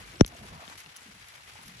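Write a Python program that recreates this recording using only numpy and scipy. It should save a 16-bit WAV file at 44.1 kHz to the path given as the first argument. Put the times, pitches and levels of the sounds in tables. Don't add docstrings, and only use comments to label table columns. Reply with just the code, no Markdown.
import sys
import numpy as np
from scipy import signal
from scipy.fft import rfft, irfft
from scipy.io import wavfile
from scipy.ndimage import uniform_filter1d

SR = 44100
rng = np.random.default_rng(int(sys.argv[2]) if len(sys.argv) > 2 else 0)


def level_to_linear(level):
    exponent = np.asarray(level, float) / 20
    return 10 ** exponent


def digitize_waveform(pressure):
    field = np.atleast_2d(pressure).T
    bounded = np.clip(field, -1, 1)
    quanta = np.round(bounded * 32767).astype(np.int16)
    wavfile.write(sys.argv[1], SR, quanta)


N = 79380

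# [t/s, swish level/dB, slosh level/dB]
STIR_STROKES = [(0, -50.5, -39.5), (.03, -54, -53), (.16, -52.5, -48.5), (.23, -63.5, -58.5),
                (.38, -52.5, -50.5), (.54, -54.5, -51.5), (.63, -55, -47.5), (.69, -54, -54.5),
                (.78, -53, -62), (.9, -55, -61.5), (1.18, -55.5, -64.5), (1.5, -54, -62.5),
                (1.58, -55, -57.5), (1.8, -54.5, -65)]
# [f/Hz, level/dB]
SWISH_SPECTRUM = [(250, -19.5), (462, -12), (2050, -2), (2620, -4), (7600, -14), (8500, -14.5),
                  (10800, -18), (12800, -20)]
SWISH_TOP_HZ, SWISH_LIKENESS, SWISH_PAN_DB = 12600, 0.13, 3
FLICKER_DB, FLICKER_PER_S, STIPPLE_DB, STIPPLE_PER_S = .8, 60, 1.1, 200
FIZZ_PER_S, FIZZ_DB, FIZZ_SPREAD_DB = 1500, -7, 2.5

# [t/s, level/dB, ring f/Hz, left minus right
# level/dB]
GRAIN_SNAPS = [(.2622, -46, 2200, -1), (.2631, -38, 11000, -1), (.2633, -36, 6100, -1),
               (.2634, -54, 15200, 0), (.2660, -47, 6300, -1), (.2695, -50, 6300, -1),
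               (.9627, -48, 9000, 2), (.9636, -44, 10700, 2), (.9638, -47, 4600, 2), (.9640, -59, 15300, 0),
               (.9688, -43, 6000, 4), (.9686, -49, 10300, 2), (.9686, -60, 15300, 0), (.9710, -54, 6500, 2),
               (.9752, -48, 6100, 3), (1.633, -62, 15300, 0),
               (.029, -69, 4500, 2), (.045, -52, 4300, 6), (.118, -50, 6860, 0), (0.158, -49, 4760, 3),
               (0.171, -54.5, 8200, -17), (.2215, -53, 6000, 13), (.284, -50, 5900, 1),
               (.289, -48, 6300, -2), (.348, -53, 9100, -7), (.366, -52, 6000, 10),
               (.455, -52.5, 10100, -6), (0.493, -52, 5860, 3), (.552, -51, 4700, 2),
               (0.684, -49, 7300, -2), (.698, -53.5, 4200, 16), (0.835, -53.5, 6700, 4),
               (1.032, -51, 8860, -4.5), (1.123, -54.5, 4970, 8), (1.225, -52.5, 4700, 4.5),
               (1.632, -49.5, 9800, -1), (1.704, -54.5, 4740, 10)]
TICK_FADE_S, TICK_RING_DB, TICK_WIDTH_HZ, TICK_PURE, SNAP_TOP_HZ = .0009, 12, 1100, .9, 16000

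# [t/s, length/s, level/dB]
GRAIN_POURS = [
    (.259, .008, -53),
    (.274, .016, -56),
    (.775, .02, -50),
    (.8, .01, -53),
    (.962, .008, -51),
    (1.281, .048, -63.5),
    (1.61, .08, -60.5),
]
# [f/Hz, level/dB]
POUR_SPECTRUM = [(1500, -7.5), (3000, -7.5), (4000, -5), (6050, -5), (8340, -10.5), (10700, -5),
                 (12600, -7.5), (14000, -28)]
POUR_GRAIN_DB, POUR_GRAINS_PER_S, POUR_RISE_S, POUR_FALL_S = 3.5, 250, .002, .006

# [f/Hz, level/dB]
SLOSH_SPECTRUM = [(200, 2), (400, -12), (800, 2.5), (1500, -0.5), (3000, -37)]
SLOSH_FLICKER_DB, SLOSH_PER_S = 3.5, 60
# [t/s, f/Hz, level/dB, decay/cycles]
WATER_BUBBLES = [(.033, 2950, -49, 14), (.05, 2250, -46, 14), (.086, 2450, -48, 14), (.323, 688, -44, 15),
                 (.35, 650, -41, 8), (.411, 680, -41, 6), (.484, 1340, -37, 5), (.44, 620, -43, 5),
                 (.465, 900, -43, 5), (.505, 1100, -42, 5), (.52, 620, -39, 3), (.548, 760, -42, 5),
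                 (.575, 1000, -41, 4), (.595, 700, -35, 3), (.598, 1080, -40, 5), (.622, 1100, -35, 5),
                 (.626, 680, -41, 8), (.638, 1070, -36, 5), (.698, 550, -42, 3), (.778, 2950, -48, 30),
                 (.79, 2950, -47, 12), (.792, 1900, -45, 8), (.804, 2050, -44, 12), (.862, 2700, -41, 12),
                 (1.32, 1320, -47, 6), (1.402, 877, -46, 6), (1.434, 1480, -46, 8), (1.506, 1270, -47, 6),
                 (1.555, 820, -40, 7), (1.59, 880, -43, 10), (1.662, 1330, -44, 5)]
BUBBLE_GLIDE = 0.06

# (t/s, sweep level/dB, click level/dB at the left port)
HARD_KNOCK = (.2092, 4.7, -1.5)
# [t/s, sweep level/dB, click level/dB at the left port]
LIGHT_KNOCKS = [
    (0.1984, -22.5, -37),
    (0.2472, -31.5, -21.5),
    (0.678, -40, -34),
    (0.6786, -46, -30),
    (0.861, -45.5, -35),
    (1.016, -50, -51.5),
]
# [f/Hz, signed share, swell/s, fade/s]
HARD_CLICK_MODES = [(3250, .8, .00014, .0001), (1450, .58, .00001, .0007), (6650, -.3, .00016, .0004),
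                    (5750, .16, .001, .0012), (8300, -.08, .0003, .0006)]
# [f/Hz, signed share, swell/s, fade/s]
LIGHT_CLICK_MODES = [(3500, -1.8, .0001, .00018), (1120, -.3, .0001, .0005), (6300, 0.19, .0001, .0002)]
# (f/Hz, signed share, swell/s, fade/s)
RIGHT_CLICK_MODE = (7400, .09, .0002, .0003)
# [f/Hz, level/dB, swell/s, fade/s]
PORT_RINGS = [(5330, -29, .004, .003), (5630, -26, .005, .0035), (5750, -24, .002, .001)]
CLICK_LATE_S, CASE_TOP_HZ = .0005, 9500
SWEEP_RATIO, SWEEP_PHASE, SWEEP_RISE_S, SWEEP_FALL_S = 1.557, -1.06, .0027, .006
RIGHT_SQUEEZE, RIGHT_EARLY_S, RIGHT_DB = .946, .0003, -.7
SWAY_HZ, SWAY_DB, SWAY_S, SWAY_LATE_S = 36, -18, .0095, .0185

# [t/s, length/s, f/Hz, level/dB]
FINGER_SHIFTS = [(.14, .03, 370, -58), (.32, .05, 300, -59), (.413, .05, 230, -54), (.5, .08, 190, -54),
                 (.712, .049, 284, -64), (.855, .04, 180, -59), (1.06, .06, 238, -58),
                 (1.141, .034, 190, -57), (1.2, .05, 100, -62), (1.589, .1, 190, -56.5),
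                 (1.648, .04, 60, -61), (1.69, .07, 200, -58), (1.76, .04, 130, -53)]
# [t/s, level/dB]
GRIP_LEVEL = [(0, -53), (.3, -58), (.41, -55), (.49, -52.5), (.59, -58), (.625, -65), (.69, -63.5),
              (.78, -60.5), (.812, -69), (.868, -62.5), (.95, -75), (1.06, -66.5), (1.2, -66),
              (1.36, -68.5), (1.52, -65), (1.6, -60.5), (1.72, -67.5), (1.8, -59.5)]
# [f/Hz, level/dB]
RUMBLE_SPECTRUM = [(12, -41.5), (20, -18.5), (49, 2), (92, 5.5), (190, -3.5), (223, -10.5), (500, -9.5),
                   (650, -47.5), (1100, -120)]
HISS_HZ, HISS_WIDTH_HZ, HISS_DB = 14840, 450, -83.5

# [f/Hz, shared power/0-1]
TREBLE_SHARE = [(7900, 0), (8400, .55), (10100, .55), (10400, .98), (11600, .98), (12000, .45),
                (12700, .75), (13200, 1)]
TREBLE_IN_STEP_HZ, TREBLE_LAG_S, TREBLE_RIGHT_DB = 10850, .00024, -1.5
PORT_LAG_S, MIC_TOP_HZ = 0.00035, 12800
DUCK_DB, DUCK_S = -9, .04


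def swish():
    grains = low(bed(SWISH_SPECTRUM, SWISH_LIKENESS, FLICKER_DB, FLICKER_PER_S, FIZZ_DB), SWISH_TOP_HZ, order=40)
    stipple = level_to_linear(STIPPLE_DB * walk(STIPPLE_PER_S))
    return grains * stipple * curve(STIR_STROKES, index=1) * level_to_linear(3.0) * pan(SWISH_PAN_DB)


def ticks():
    length = 1024
    out, u = np.zeros((2, N + length)), np.arange(length) / SR
    for s, db, hz, lr_db in GRAIN_SNAPS:
        noise = np.diff(rng.standard_normal((3, length + 1)))
        noise = noise[0] + .4 * noise[1:]
        rough_ring = signal.lfilter(*signal.iirpeak(hz, hz / TICK_WIDTH_HZ, SR), noise)
        pure_ring = TICK_PURE * np.sqrt(2) * np.sin(2 * np.pi * hz * u)
        own_ring = set_rms(rough_ring, -6) + pure_ring
        burst = set_rms(noise, 0) + set_rms(own_ring, TICK_RING_DB)
        burst = burst * np.exp(-u / TICK_FADE_S) * np.minimum(u / .0003, 1)
        burst = low(burst, max(MIC_TOP_HZ, hz + TICK_WIDTH_HZ), order=8)
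        i = int(s * SR)
        out[:, i:i + length] += set_rms(burst, db - 12) * pan(lr_db)
    return low(colour(out[:, :N], [(2000, 0.0037), (16000, 0.004)]), SNAP_TOP_HZ, order=8)


def rustles():
    t, env = np.arange(N) / SR, np.zeros(N)
    for s, length, db in GRAIN_POURS:
        rise = (t - s) / POUR_RISE_S
        fall = (s + length - t) / POUR_FALL_S + 1
        env += level_to_linear(db) * np.clip(np.minimum(rise, fall), 0, 1)
    grains = set_rms(colour(ports(rng.standard_normal((3, N)), .4), POUR_SPECTRUM), 0) * env
    return low(grains * level_to_linear(POUR_GRAIN_DB * walk(POUR_GRAINS_PER_S)), MIC_TOP_HZ, order=20)


def slosh():
    water = low(bed(SLOSH_SPECTRUM, 0.57, SLOSH_FLICKER_DB, SLOSH_PER_S, -3.5), 5000, order=4)
    return water * curve(STIR_STROKES, index=2) * level_to_linear(-3.5)


def bubbles():
    t, out = np.arange(N) / SR, np.zeros(N)
    for s, hz, db, cycles in WATER_BUBBLES:
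        n = np.maximum(t - s, 0) * hz
        envelope = np.minimum(n / 2, 1) * np.exp(-2 * n / cycles)
        glide = 1 + BUBBLE_GLIDE * np.minimum(n / cycles, 2) / 2
        out += level_to_linear(db) * envelope * np.sin(2 * np.pi * n * glide)
    return ports(np.array([out, out, out]), 0.93)


def knocks():
    t, out = np.arange(N) / SR, np.zeros((2, N))
    for s, sweep_db, click_db in [HARD_KNOCK, *LIGHT_KNOCKS]:
        modes = HARD_CLICK_MODES if click_db == HARD_KNOCK[2] else LIGHT_CLICK_MODES
        click = sum(ring(t - s - CLICK_LATE_S, *mode) for mode in modes)
        out[0] += level_to_linear(sweep_db) * sweep(t - s) + level_to_linear(click_db) * click
        right_sweep = sweep((t - s + RIGHT_EARLY_S) / RIGHT_SQUEEZE)
        out[1] += level_to_linear(sweep_db + RIGHT_DB) * right_sweep + level_to_linear(click_db) * ring(t - s, *RIGHT_CLICK_MODE)
    u = t - HARD_KNOCK[0]
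    for hz, db, swell, fade in PORT_RINGS:
        out[0] += ring(u - CLICK_LATE_S, hz, level_to_linear(db), swell, fade)
    u = np.maximum(u - SWAY_LATE_S, 0)
    out -= level_to_linear(SWAY_DB) * np.exp(-u / SWAY_S) * np.sin(2 * np.pi * SWAY_HZ * u)
    return low(out, CASE_TOP_HZ, order=8)


def ring(u, hz, share, swell, fade):
    return share * np.exp(-np.abs(u) / np.where(u < 0, swell, fade)) * np.cos(2 * np.pi * hz * u)


def sweep(u):
    u = np.maximum(u, 1e-6)
    phase = np.pi * np.log(u * 1000) / np.log(SWEEP_RATIO) + SWEEP_PHASE
    return (1 - np.exp(-(u / SWEEP_RISE_S) ** 2)) * np.exp(-u / SWEEP_FALL_S) * np.sin(phase)


def shifts():
    t, out = np.arange(N) / SR, np.zeros(N)
    for s, length, hz, db in FINGER_SHIFTS:
        rub = set_rms(colour(rng.standard_normal(N), [(hz / 1.21, 0), (hz * 0.94, 0)]), db)
        out += rub * np.clip(np.minimum(t - s, s + length - t) / 0.01 + 1, 0, 1)
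    return out


def rumble():
    handling = low(bed(RUMBLE_SPECTRUM, .9, 1.9, 25, -6.5), 2200, order=4)
    return handling * curve(GRIP_LEVEL, index=1) * level_to_linear(1.5)


def hiss():
    near, far = HISS_WIDTH_HZ, 2 * HISS_WIDTH_HZ
    band = [(HISS_HZ - far, -80), (HISS_HZ - near, 0), (HISS_HZ + near, 0), (HISS_HZ + far, -80)]
    return set_rms(colour(rng.standard_normal((2, N)), band), HISS_DB)


def gain_dip():
    u = np.arange(N) / SR - HARD_KNOCK[0]
    return level_to_linear(DUCK_DB * (u > 0) * np.exp(-np.abs(u) / DUCK_S))


def joined(x):
    f, (left, right) = np.arange(N // 2 + 1) * SR / N, rfft(x)
    share = np.interp(f, *np.array(TREBLE_SHARE).T)
    early = left * level_to_linear(TREBLE_RIGHT_DB) * np.exp(2j * np.pi * (f - TREBLE_IN_STEP_HZ) * TREBLE_LAG_S)
    return np.array([x[0], irfft(np.sqrt(share) * early + np.sqrt(1 - share) * right, N)])


def bed(points, likeness, flicker_db, rate, fizz_db):
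    hits = rng.random((3, N)) < FIZZ_PER_S / SR
    sizes = level_to_linear(FIZZ_SPREAD_DB * rng.exponential(size=(3, N)))
    fizz = hits * sizes * rng.choice([-1, 1], (3, N))
    noise = rng.standard_normal((3, N)) + set_rms(fizz, fizz_db)
    x = rfft(colour(ports(noise, likeness), points))
    octave = np.log2(np.maximum(np.arange(N // 2 + 1) * SR / N, 1) / 30)
    out = np.zeros((2, N))
    for k in range(11):
        band = irfft(x * np.maximum(1 - np.abs(octave - k), 0), N)
        out += band * level_to_linear(flicker_db * walk(rate))
    return set_rms(out, 0)


def ports(common, likeness):
    c = np.clip(likeness, 0, 1)
    late = np.roll(common[0], int(PORT_LAG_S * SR))
    return np.sqrt(c) * np.array([late, common[0]]) + np.sqrt(1 - c) * common[1:]


def pan(db):
    return level_to_linear(np.array([[db / 2], [-db / 2]]))


def set_rms(x, db):
    return x * level_to_linear(db) / np.sqrt(np.mean(x ** 2))


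def curve(table, index):
    rows = np.array(table)
    return level_to_linear(np.interp(np.arange(N) / SR, rows[:, 0], rows[:, index]))


def walk(rate):
    k = int(SR / rate)
    held = np.repeat(rng.standard_normal(N // 50), k)[:N]
    return 1.8 * uniform_filter1d(uniform_filter1d(held, k), k)


def colour(x, points):
    hz, db = np.array(points).T
    f = np.maximum(np.arange(N // 2 + 1) * SR / N, 1)
    octaves_out = np.log2(np.maximum(hz[0] / f, 1)) + np.log2(np.maximum(f / hz[-1], 1))
    return irfft(rfft(x) * level_to_linear(np.interp(np.log(f), np.log(hz), db) - 21 * octaves_out), N)


def low(x, hz, order):
    return signal.sosfilt(signal.butter(order, hz, fs=SR, output="sos"), x)


def scene():
    steady = swish() + slosh() + rumble() + hiss() + shifts()
    return joined(steady * gain_dip() + ticks() + rustles()) + knocks() + bubbles()


def top_cut(x):
    return signal.sosfilt(signal.butter(12, 16940, fs=SR, output="sos"), x)


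def record(dry):
    return top_cut(dry)


dry = scene()
out = record(dry)
digitize_waveform(out)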